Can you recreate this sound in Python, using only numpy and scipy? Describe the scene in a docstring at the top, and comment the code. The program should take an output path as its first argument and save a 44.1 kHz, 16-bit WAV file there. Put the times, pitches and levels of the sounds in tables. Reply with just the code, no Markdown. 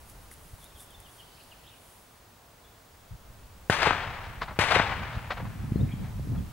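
"""Over far country murmur, hiss and a faint electronic whistle, a walker's steps swish and snap in dry grass.
A small bird sings a phrase of slurs and whistles, then chirps here and there: gliding, rasping sines.
Two gunshots crack from the left: filtered shocks, each answered by noise clumps and echoes at set delays
off scrub, trees and a far slope. Wind, heard throughout as shaped noise, buffets the stereo microphone
hardest after the shots, with pressure dips of single eddies."""
import sys
import numpy as np
from scipy import signal
from scipy.fft import rfft, irfft, next_fast_len
from scipy.io import wavfile
from scipy.ndimage import map_coordinates

SR = 44100
rng = np.random.default_rng(int(sys.argv[2]) if len(sys.argv) > 2 else 0)


def store_wav(level_fs):
    """Save 16-bit WAV to argv[1]."""
    pcm = np.round(np.clip(np.atleast_2d(level_fs), -1, 1) * 32767)
    wavfile.write(sys.argv[1], SR, pcm.T.astype(np.int16))


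N = 287532
TIME = np.arange(N) / SR


def amp(db):
    """Decibels to gain."""
    return 10 ** (np.asarray(db) / 20)


def unit(x):
    """Scale to rms 1."""
    return x / np.sqrt(np.mean(x ** 2) + 1e-20)


def along(points, hz):
    """Read (Hz, value) points on a log axis."""
    f, v = np.transpose(points)
    return np.interp(np.log(hz + 1), np.log(f + 1), v)


def curves(rows):
    """One value per sample for each column after the time."""
    s, *cols = np.transpose(rows)
    return [np.interp(TIME, s, c) for c in cols]


def wobble(rate_hz):
    """A smooth random curve, rate_hz knots a second."""
    knots = rng.standard_normal(int(N * rate_hz / SR) + 4)
    return map_coordinates(knots, [TIME * rate_hz])


def swell(peak_s, half_s, db):
    """Power of one bell-shaped swell."""
    return amp(db) ** 2 * np.exp(-((TIME - peak_s) / half_s) ** 2)


def filtered(x, response):
    """x times a complex response of frequency."""
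    m = next_fast_len(x.shape[-1] + 8192, True)
    spectrum = rfft(x, m) * response(np.fft.rfftfreq(m, 1 / SR))
    return irfft(spectrum, m)[..., :x.shape[-1]]


def noise(spectrum, size, grain_db=0):
    """Coloured noise of rms 1; grain_db makes single wavelets stand out."""
    white, sizes = rng.standard_normal((2, size))
    return unit(filtered(white * amp(grain_db * sizes), lambda hz: amp(along(spectrum, hz))))


def wide(spectrum, alike):
    """Stereo noise of rms 1; the mid-side balance sets the left-right likeness at each frequency."""
    def response(hz):
        turn = np.arccos(np.clip(along(alike, hz), -1, 1)) / 2
        return amp(along(spectrum, hz)) * [np.cos(turn), np.sin(turn)]

    mid, side = filtered(rng.standard_normal((2, N)), response)
    return unit(np.array([mid + side, mid - side]))


def add(track, s, x):
    """Mix x into track from second s on."""
    start = max(round(s * SR), 0)
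    part = track[..., start:start + x.shape[-1]]
    part += x[..., :part.shape[-1]]


def background():
    """Far country murmur and microphone hiss as stereo noise, and a thin electronic whistle as a sine."""
    # Spectrum of murmur and hiss. Each row: frequency in Hz, relative density in dB.
    air_spectrum = [(15, -32), (25, -8), (103, 1.5), (196, -6), (293, -6), (373, -8), (415, -6), (488, -7),
                    (529, -6.5), (655, -5.5), (927, -5.5), (2240, -14.5), (15000, -22.5)]
    # Slow swell of the air noise. Each row: time in seconds, gain in dB.
    air_swell = [(0, 2), (1.4, 1.5), (2.2, 0), (3, 0.5), (6.5, 4)]
    # Likeness of the two ports in still air. Each row: frequency in Hz, correlation (0 to 1).
    air_alike = [(60, 1), (180, 0.94), (550, 0.64), (1650, 0.44), (4970, 0.5), (15000, 0.79)]
    air_db, whistle_rms_db, whistle_hz = -56, -72, 15625
    air = amp(air_db + curves(air_swell)[0]) * wide(air_spectrum, air_alike)
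    whistle = amp(whistle_rms_db) * np.sqrt(2) * np.sin(2 * np.pi * whistle_hz * TIME)
    return air + whistle


def wind():
    """Turbulence at the ports: a rumble that rises in pitch with the wind, a higher flutter, single eddies."""
    # Wind on the microphone. Each row: time in seconds, strength in dB.
    strength_rows = [(0.0, -51), (1.6, -66), (2.32, -69), (3.1, -63), (3.3, -49.5), (3.7, -54.5),
                     (3.9, -43), (4.56, -44.5), (4.78, -38), (5.23, -44), (5.76, -37), (6.52, -42)]
    # Gusts. Each row: peak in seconds, half-length in seconds, rumble level in dB, flutter level in dB.
    gusts = [(0.542, 0.013, -45.5, -70), (.98, 0.022, -53, -75), (3.134, 0.017, -36, -68),
             (5.025, 0.017, -35.5, -36.5), (5.167, 0.015, -38, -38), (5.444, 0.057, -40, -41),
             (5.665, 0.081, -41, -37), (5.821, 0.041, -28.5, -26), (6.015, 0.046, -37, -37.5),
             (6.182, 0.032, -34.5, -43.5), (6.342, 0.058, -30, -31)]
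    # Rumble in a light breeze. Each row: frequency in Hz, relative density in dB.
    slow_spectrum = [(20, -4.5), (45, 3.5), (70, 2), (110, -9.5), (160, -15), (300, -48), (700, -80)]
    # Rumble in a gust. Each row: frequency in Hz, relative density in dB.
    fast_spectrum = [(20, -21), (45, -3), (70, -2.5), (115, 1), (160, -13), (300, -47), (700, -82)]
    # Flutter. Each row: frequency in Hz, relative density in dB.
    flutter_spectrum = [(60, -27), (130, 5.5), (190, 3.5), (270, -5), (400, -17), (700, -25.5), (1500, -58),
                        (4000, -68)]
    # Likeness of the turbulence at the two ports. Each row: frequency in Hz, correlation (0 to 1).
    wind_alike = [(60, 0.99), (120, 0.82), (220, 0.53), (400, 0.063)]
    # Eddies that thump the microphone. Each row: time in seconds, mean peak level in dB, pitch in Hz.
    eddies = [(5.176, -23, 92), (5.722, -12.5, 189), (5.76, -15, 240), (5.8, -30, 230), (5.834, -18, 110),
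              (5.94, -21.5, 155), (6.196, -32.5, 450), (6.274, -25, 248), (6.321, -24.5, 236)]
    fresh_db, flutter_growth = -49, 1.34  # a fresh breeze; the flutter grows faster than the rumble
    rumble_offset_db, flutter_offset_db = 0, -11.5  # over the strength, at fresh_db
    calm_db, speed_range_db = -53.5, 14.5  # the rumble rises in pitch from calm_db on, over this range

    strength_db, = curves(strength_rows)
    low = amp(strength_db + rumble_offset_db) ** 2
    low += sum(swell(s, half, db) for s, half, db, _ in gusts)
    high = amp(fresh_db + flutter_offset_db + flutter_growth * (strength_db - fresh_db)) ** 2
    high += sum(swell(s, half, db) for s, half, _, db in gusts)
    rumble_db, flutter_db = 10 * np.log10([low, high])

    speed = np.clip((rumble_db - calm_db) / speed_range_db, 0, 1)
    lumps = wobble(28)
    rumble = np.sqrt(1 - speed) * wide(slow_spectrum, wind_alike)
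    rumble += np.sqrt(speed) * wide(fast_spectrum, wind_alike)
    out = amp(rumble_db + 0.96 * lumps) * rumble
    out += amp(flutter_db + 2 * lumps) * wide(flutter_spectrum, wind_alike)

    u = TIME[:SR // 10] - 1 / 20
    for s, db, hz in eddies:
        # a vortex core passes: a dip in pressure between two rises, unequal at the two ports
        q = (2 * hz * u) ** 2
        suction = (3 * q - 1) / (1 + q) ** 3
        add(out, s + u[0], amp(db + rng.normal(0, 2.4, (2, 1))) * suction)
    return out


def steps():
    """Dry grass swishes round the legs as grainy noise; stalks snap as noise bursts with a hollow knock."""
    # Strokes of a leg through the stalks. Each row: peak in seconds, half-length in seconds, level in dB.
    strides = [(0.096, 0.022, -58), (.23, 0.019, -64), (.325, 0.0087, -51.5), (.47, 0.086, -62),
               (.625, 0.039, -59.5), (0.812, 0.03, -53), (1.15, 0.068, -60.5), (1.42, .1, -66),
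               (1.907, 0.11, -61.5)]
    # Snapping stalks. Each row: time in seconds, tearing-fibre level in dB, stem-knock level in dB.
    snaps = [(.0984, -54, -64), (.3134, -56, -41.5), (0.339, -57, -68), (.6425, -54, -66),
             (.8046, -54, -66), (.9068, -60, -66), (1.0023, -55, -66), (1.437, -62, -70)]
    # Rustle of straw. Each row: frequency in Hz, relative density in dB.
    straw_spectrum = [(1000, 3.5), (4000, -3), (7000, 3), (10000, 11), (13000, 6), (16000, -20)]
    # Knock of a hollow stem. Each row: frequency in Hz, relative density in dB.
    stalk_spectrum = [(400, -18), (1100, 0), (2300, 13), (2900, -24), (6000, -35)]
    # brushing of the legs: level, fade with distance, and the moment the walker stops
    swish_db, swish_fade_db_per_s, stop_s = -64.5, 3, 2.25
    break_db = 11.5  # the instant of breaking, over the tearing fibres

    brushing = amp(swish_db - swish_fade_db_per_s * TIME) * np.clip((stop_s - TIME) / .072, 0, 1)
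    level = np.sqrt(brushing ** 2 + sum(swell(*stride) for stride in strides))
    out = level * np.array([noise(straw_spectrum, N, grain_db=5)] * 2)
    t = TIME[:SR // 5]
    for s, fibre_db, knock_db in snaps:
        decay = np.exp(-t / .01) + amp(break_db) * np.exp(-t / .0007)
        fibres = noise(straw_spectrum, len(t), grain_db=3) * decay
        knock = noise(stalk_spectrum, len(t)) * np.exp(-t / 0.0024)
        add(out, s, amp(fibre_db) * fibres + amp(knock_db) * knock)
    return out


def note(length_s, start_hz, end_hz, db, rasp):
    """One gliding bird note; a fast waver of the pitch makes it rasp."""
    u = np.linspace(0, 1, int(length_s * SR))
    waver = np.interp(u * length_s * 800, np.arange(800), rng.standard_normal(800))  # 800 knots/s
    hz = (start_hz + (end_hz - start_hz) * u) * (1 + rasp * waver)
    return amp(db) * np.sin(np.pi * u) * np.sin(2 * np.pi * np.cumsum(hz) / SR)


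def bird():
    """Distant small birds: a quick phrase of like syllables, then chirps, blurred by a scrub noise tail."""
    # Song syllables, each a downward slur and a short whistle. Each row: start in seconds, slur's top in Hz,
    # slur's relative level in dB, whistle's start in Hz, its end in Hz, its relative level in dB.
    syllables = [(.605, 3760, -57.5, 3620, 3750, -51.5), (.748, 3520, -55, 3590, 3520, -50.5),
                 (.895, 3480, -54.5, 3570, 3500, -50), (1.039, 3300, -52.5, 3120, 3530, -54),
                 (1.176, 3370, -52.5, 2930, 3400, -55)]
    # Single chirps and buzzes. Each row: start in seconds, length in seconds, start pitch in Hz,
    # end pitch in Hz, relative level in dB, rasp as a share of the pitch.
    chirps = [(1.097, 0.6, 4470, 4170, -62, 0.15), (1.368, 0.056, 2460, 2890, -56, 0.12),
              (1.507, 0.035, 3370, 2300, -50, 0.04), (1.629, 0.093, 2970, 3560, -55, 0.12),
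              (1.687, .085, 3210, 2400, -59.5, .09), (2.634, 0.053, 3450, 3500, -62, .03),
              (5.76, .027, 4220, 4120, -56, .01), (5.8, .024, 3500, 3900, -54, .018),
              (5.867, 0.073, 2150, 2340, -48, 0.086), (5.914, 0.023, 3120, 3250, -48.5, 0.061),
              (6.372, .023, 3430, 3200, -55, .03)]
    slur_s, whistle_after_s, whistle_s = 0.0505, 0.042, 0.026
    slur_end, song_rasp = .84, 0.038  # shares of the pitch

    song = np.zeros(N)
    for s, top_hz, slur_db, start_hz, end_hz, whistle_db in syllables:
        add(song, s, note(slur_s, top_hz, slur_end * top_hz, slur_db, song_rasp))
        add(song, s + whistle_after_s, note(whistle_s, start_hz, end_hz, whistle_db, song_rasp / 2))
    for s, *shape in chirps:
        add(song, s, note(*shape))
    song *= amp(2.8 * wobble(90))  # the voice flutters within each note

    t = TIME[:SR // 2]
    tail = rng.standard_normal((2, len(t))) * amp(-60 * t / 1.3)  # 60 dB in 1.3 s
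    tail /= np.linalg.norm(tail[0])
    blurred = signal.fftconvolve(song[None], tail, axes=1)[:, :N]
    return amp(-2) * song + amp(-5) * blurred


def blast(t, push_s, soft_hz, low_hz, damping):
    """A shock of peak 1: push, longer suction, and the swing of the microphone's bass cut."""
    def response(f):
        bass_cut = (1j * f) ** 2 / (low_hz ** 2 - f * f + 1j * f * low_hz * damping)
        return bass_cut / (1 + 1j * f / soft_hz) ** 4

    u = t / push_s
    wave = filtered((1 - u) * np.exp(-u), response)
    return wave / wave.max()


def from_left(x, shade, turn_hz=5000, width_hz=3000):
    """The right port is shaded, most in the upper midrange, and its phase turns over in the treble."""
    # Right port's response to sound from the left. Each row: frequency in Hz, gain in dB before shade.
    far_side = [(200, -2.5), (380, -1.5), (700, -5.5), (1300, -8.5), (2400, -8.5), (4400, -9), (8000, -2),
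                (15000, 4)]

    def response(f):
        pole = turn_hz ** 2 - f * f + 1j * f * width_hz
        return amp(shade * along(far_side, f)) * np.conj(pole) / pole

    return np.array([x, filtered(x, response)])


def air_loss(hz, loss_db):
    """Gain of air and foliage that take loss_db at 10 kHz."""
    return amp(-loss_db * (hz / 10 ** 4) ** 0.91)


def travelled(x, air_db=24, reach_s=0.29):
    """The later an echo, the more treble it has lost, levelling off at air_db at 10 kHz."""
    hz, t, z = signal.stft(x, SR, nperseg=256)
    z = z * air_loss(hz[:, None], air_db * np.tanh(t / reach_s))
    return signal.istft(z, SR, nperseg=256)[1][:len(x)]


def muzzle(t):
    """The direct shock, its inverted bounce off the soft ground, and the crackle of the nearest stalks."""
    # Crackle of the nearest stalks. Each row: frequency in Hz, relative density in dB.
    crack_spectrum = [(60, -13), (300, 4.5), (800, -2), (1700, 14.5), (3000, -36), (5000, -12),
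                      (10000, -20), (15000, -46)]
    shock = blast(t, push_s=0.0011, soft_hz=3080, low_hz=83, damping=0.5)
    bounce = blast(t, push_s=0.00039, soft_hz=4000, low_hz=196, damping=0.81)
    add(shock, .001, -amp(-4.0) * bounce)
    crackle = noise(crack_spectrum, len(t)) * np.exp(-t / 0.0069) * (1 - np.exp(-t / 0.00019))
    return from_left(shock + amp(-9) * crackle, shade=.8)


def scrub(t):
    """Strength of the scatter: the grass answers at once, the trees build up and then fade with distance."""
    grass_db, grass_fade_db_per_s = -22, 51
    # belt of trees: level and delay of its densest part, build-up before, loss per doubled delay after
    trees_db, trees_s, rise_db_per_s, spreading_db = -17, 0.17, 149, 12.5
    grass = amp(grass_db - grass_fade_db_per_s * t) * (t < trees_s)
    rise_db = rise_db_per_s * np.maximum(trees_s - t, 0)
    fade_db = spreading_db * np.log2(np.maximum(t / trees_s, 1))
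    return np.hypot(grass, amp(trees_db - rise_db - fade_db))


def reflectors(t):
    """Hard faces return a softened copy of the shock, thickets a short cluster of scatter."""
    # Hard faces that mirror the shock. Each row: delay in seconds, level in dB.
    faces = [(0.1731, -10), (0.1751, -11.5), (.2108, -14.5), (.7215, -38), (.815, -32.5)]
    # Thickets. Each row: delay in seconds, level in dB, depth in seconds, treble loss at 10 kHz in dB.
    thickets = [(.107, -25, 0.0016, 13), (.123, -18.5, 0.0038, -1.5), (.133, -16.5, 0.0026, -3),
                (.183, -12, .001, 21), (.2095, -10, 0.0023, 24), (.262, -29, 0.002, 27),
                (.332, -27.5, 0.0096, 14), (.545, -39, 0.0067, 2), (.567, -39.5, 0.0048, 3),
                (.7205, -23, 0.0028, 9), (.7306, -30.5, 0.0063, 0), (.788, -33, .007, 16),
                (.815, -33.5, 0.0071, 33), (.866, -40, 0.0065, 26), (1.46, -49, 0.024, 5),
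                (1.767, -42.5, 0.009, 30)]
    # Scatter of a thicket. Each row: frequency in Hz, relative density in dB.
    cluster_spectrum = [(100, -11), (350, -14), (600, 1), (1000, 4), (1900, -0.5), (2800, -7.5), (4200, -8),
                        (5500, -18.5), (8000, -32), (15000, -50)]
    out = np.zeros(len(t))
    u = t[:SR // 5] - 1 / 10
    pulse = blast(t[:SR // 20], push_s=.0007, soft_hz=3300, low_hz=120, damping=1.2)
    for delay, db in faces:
        add(out, delay - .0003, amp(db) * pulse)  # early, for the pulse's soft rise
    for delay, db, depth, loss_db in thickets:
        cluster = filtered(noise(cluster_spectrum, len(u)), lambda hz: air_loss(hz, loss_db))
        shape = np.exp(np.minimum(u / depth, -u / depth / 2))  # nearest branches first, the rest trails
        add(out, delay + u[0], amp(db) * cluster * shape)
    return out


def field(t, clumps):
    """Countless small echoes from the vegetation, arriving in clumps, and the single reflectors."""
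    # Scatter close by. Each row: frequency in Hz, relative density in dB.
    scatter_spectrum = [(40, -15), (100, -8), (280, -16), (500, -9.5), (850, -2), (1200, -2.5), (1700, -2),
                        (2400, -3.5), (3300, -8), (4600, -14), (7000, -22.5), (10000, -27.5), (15000, -50)]
    # Scatter unlike in the two ports. Each row: frequency in Hz, relative density in dB.
    diffuse_spectrum = [(100, -4), (600, -7), (1700, 4), (3000, -2), (4300, -4), (6000, -5), (9000, -31),
                        (15000, -56)]
    size = len(t)
    # late echoes come from all round, so the image drifts to the middle
    around = np.clip((t - .17) / 0.57, 0, .55)
    level = scrub(t) * amp(1.1 * clumps[:size]) * (1 - np.exp(-t / 0.00085))
    crackle = noise(scatter_spectrum, size, grain_db=5)
    echo = level * travelled(crackle) + reflectors(t)
    image = (1 - around) * from_left(echo, shade=1.15) + around * echo
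    diffuse = amp(-19 + 18 * around) * level * travelled(noise(diffuse_spectrum, size))
    return image + diffuse * np.array([[-1], [1]])


def shots():
    """Each shot sends its blast and wakes the same landscape: the same clumps and reflector delays."""
    # Shots. Each row: time in seconds, blast level in dB, echo gain in dB, shift of the echoes in seconds.
    firings = [(3.6984, -7.5, 0, 0), (4.5895, -9.5, 1.5, -.0012)]
    out, t = np.zeros((2, N)), TIME[:3 * SR]
    clumps = wobble(111.4)
    for s, blast_db, echo_db, shift in firings:
        add(out, s, amp(blast_db) * muzzle(t))
        echoes = field(t, clumps) * (t + shift > 0)  # no echo outruns the shock
        add(out, s + shift, amp(echo_db) * echoes)
    return out


def scene():
    """Everything that reaches the microphone, and the electronic whistle."""
    return background() + wind() + steps() + bird() + shots()


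def record(dry):
    """The electronics round off the highest peaks and keep nothing above the band limit."""
    ceiling, top_hz = .7, 15850
    rounded = dry / (1 + (dry / ceiling) ** 6) ** (1 / 6)
    return filtered(rounded, lambda hz: hz < top_hz)


dry = scene()
out = record(dry)
store_wav(out)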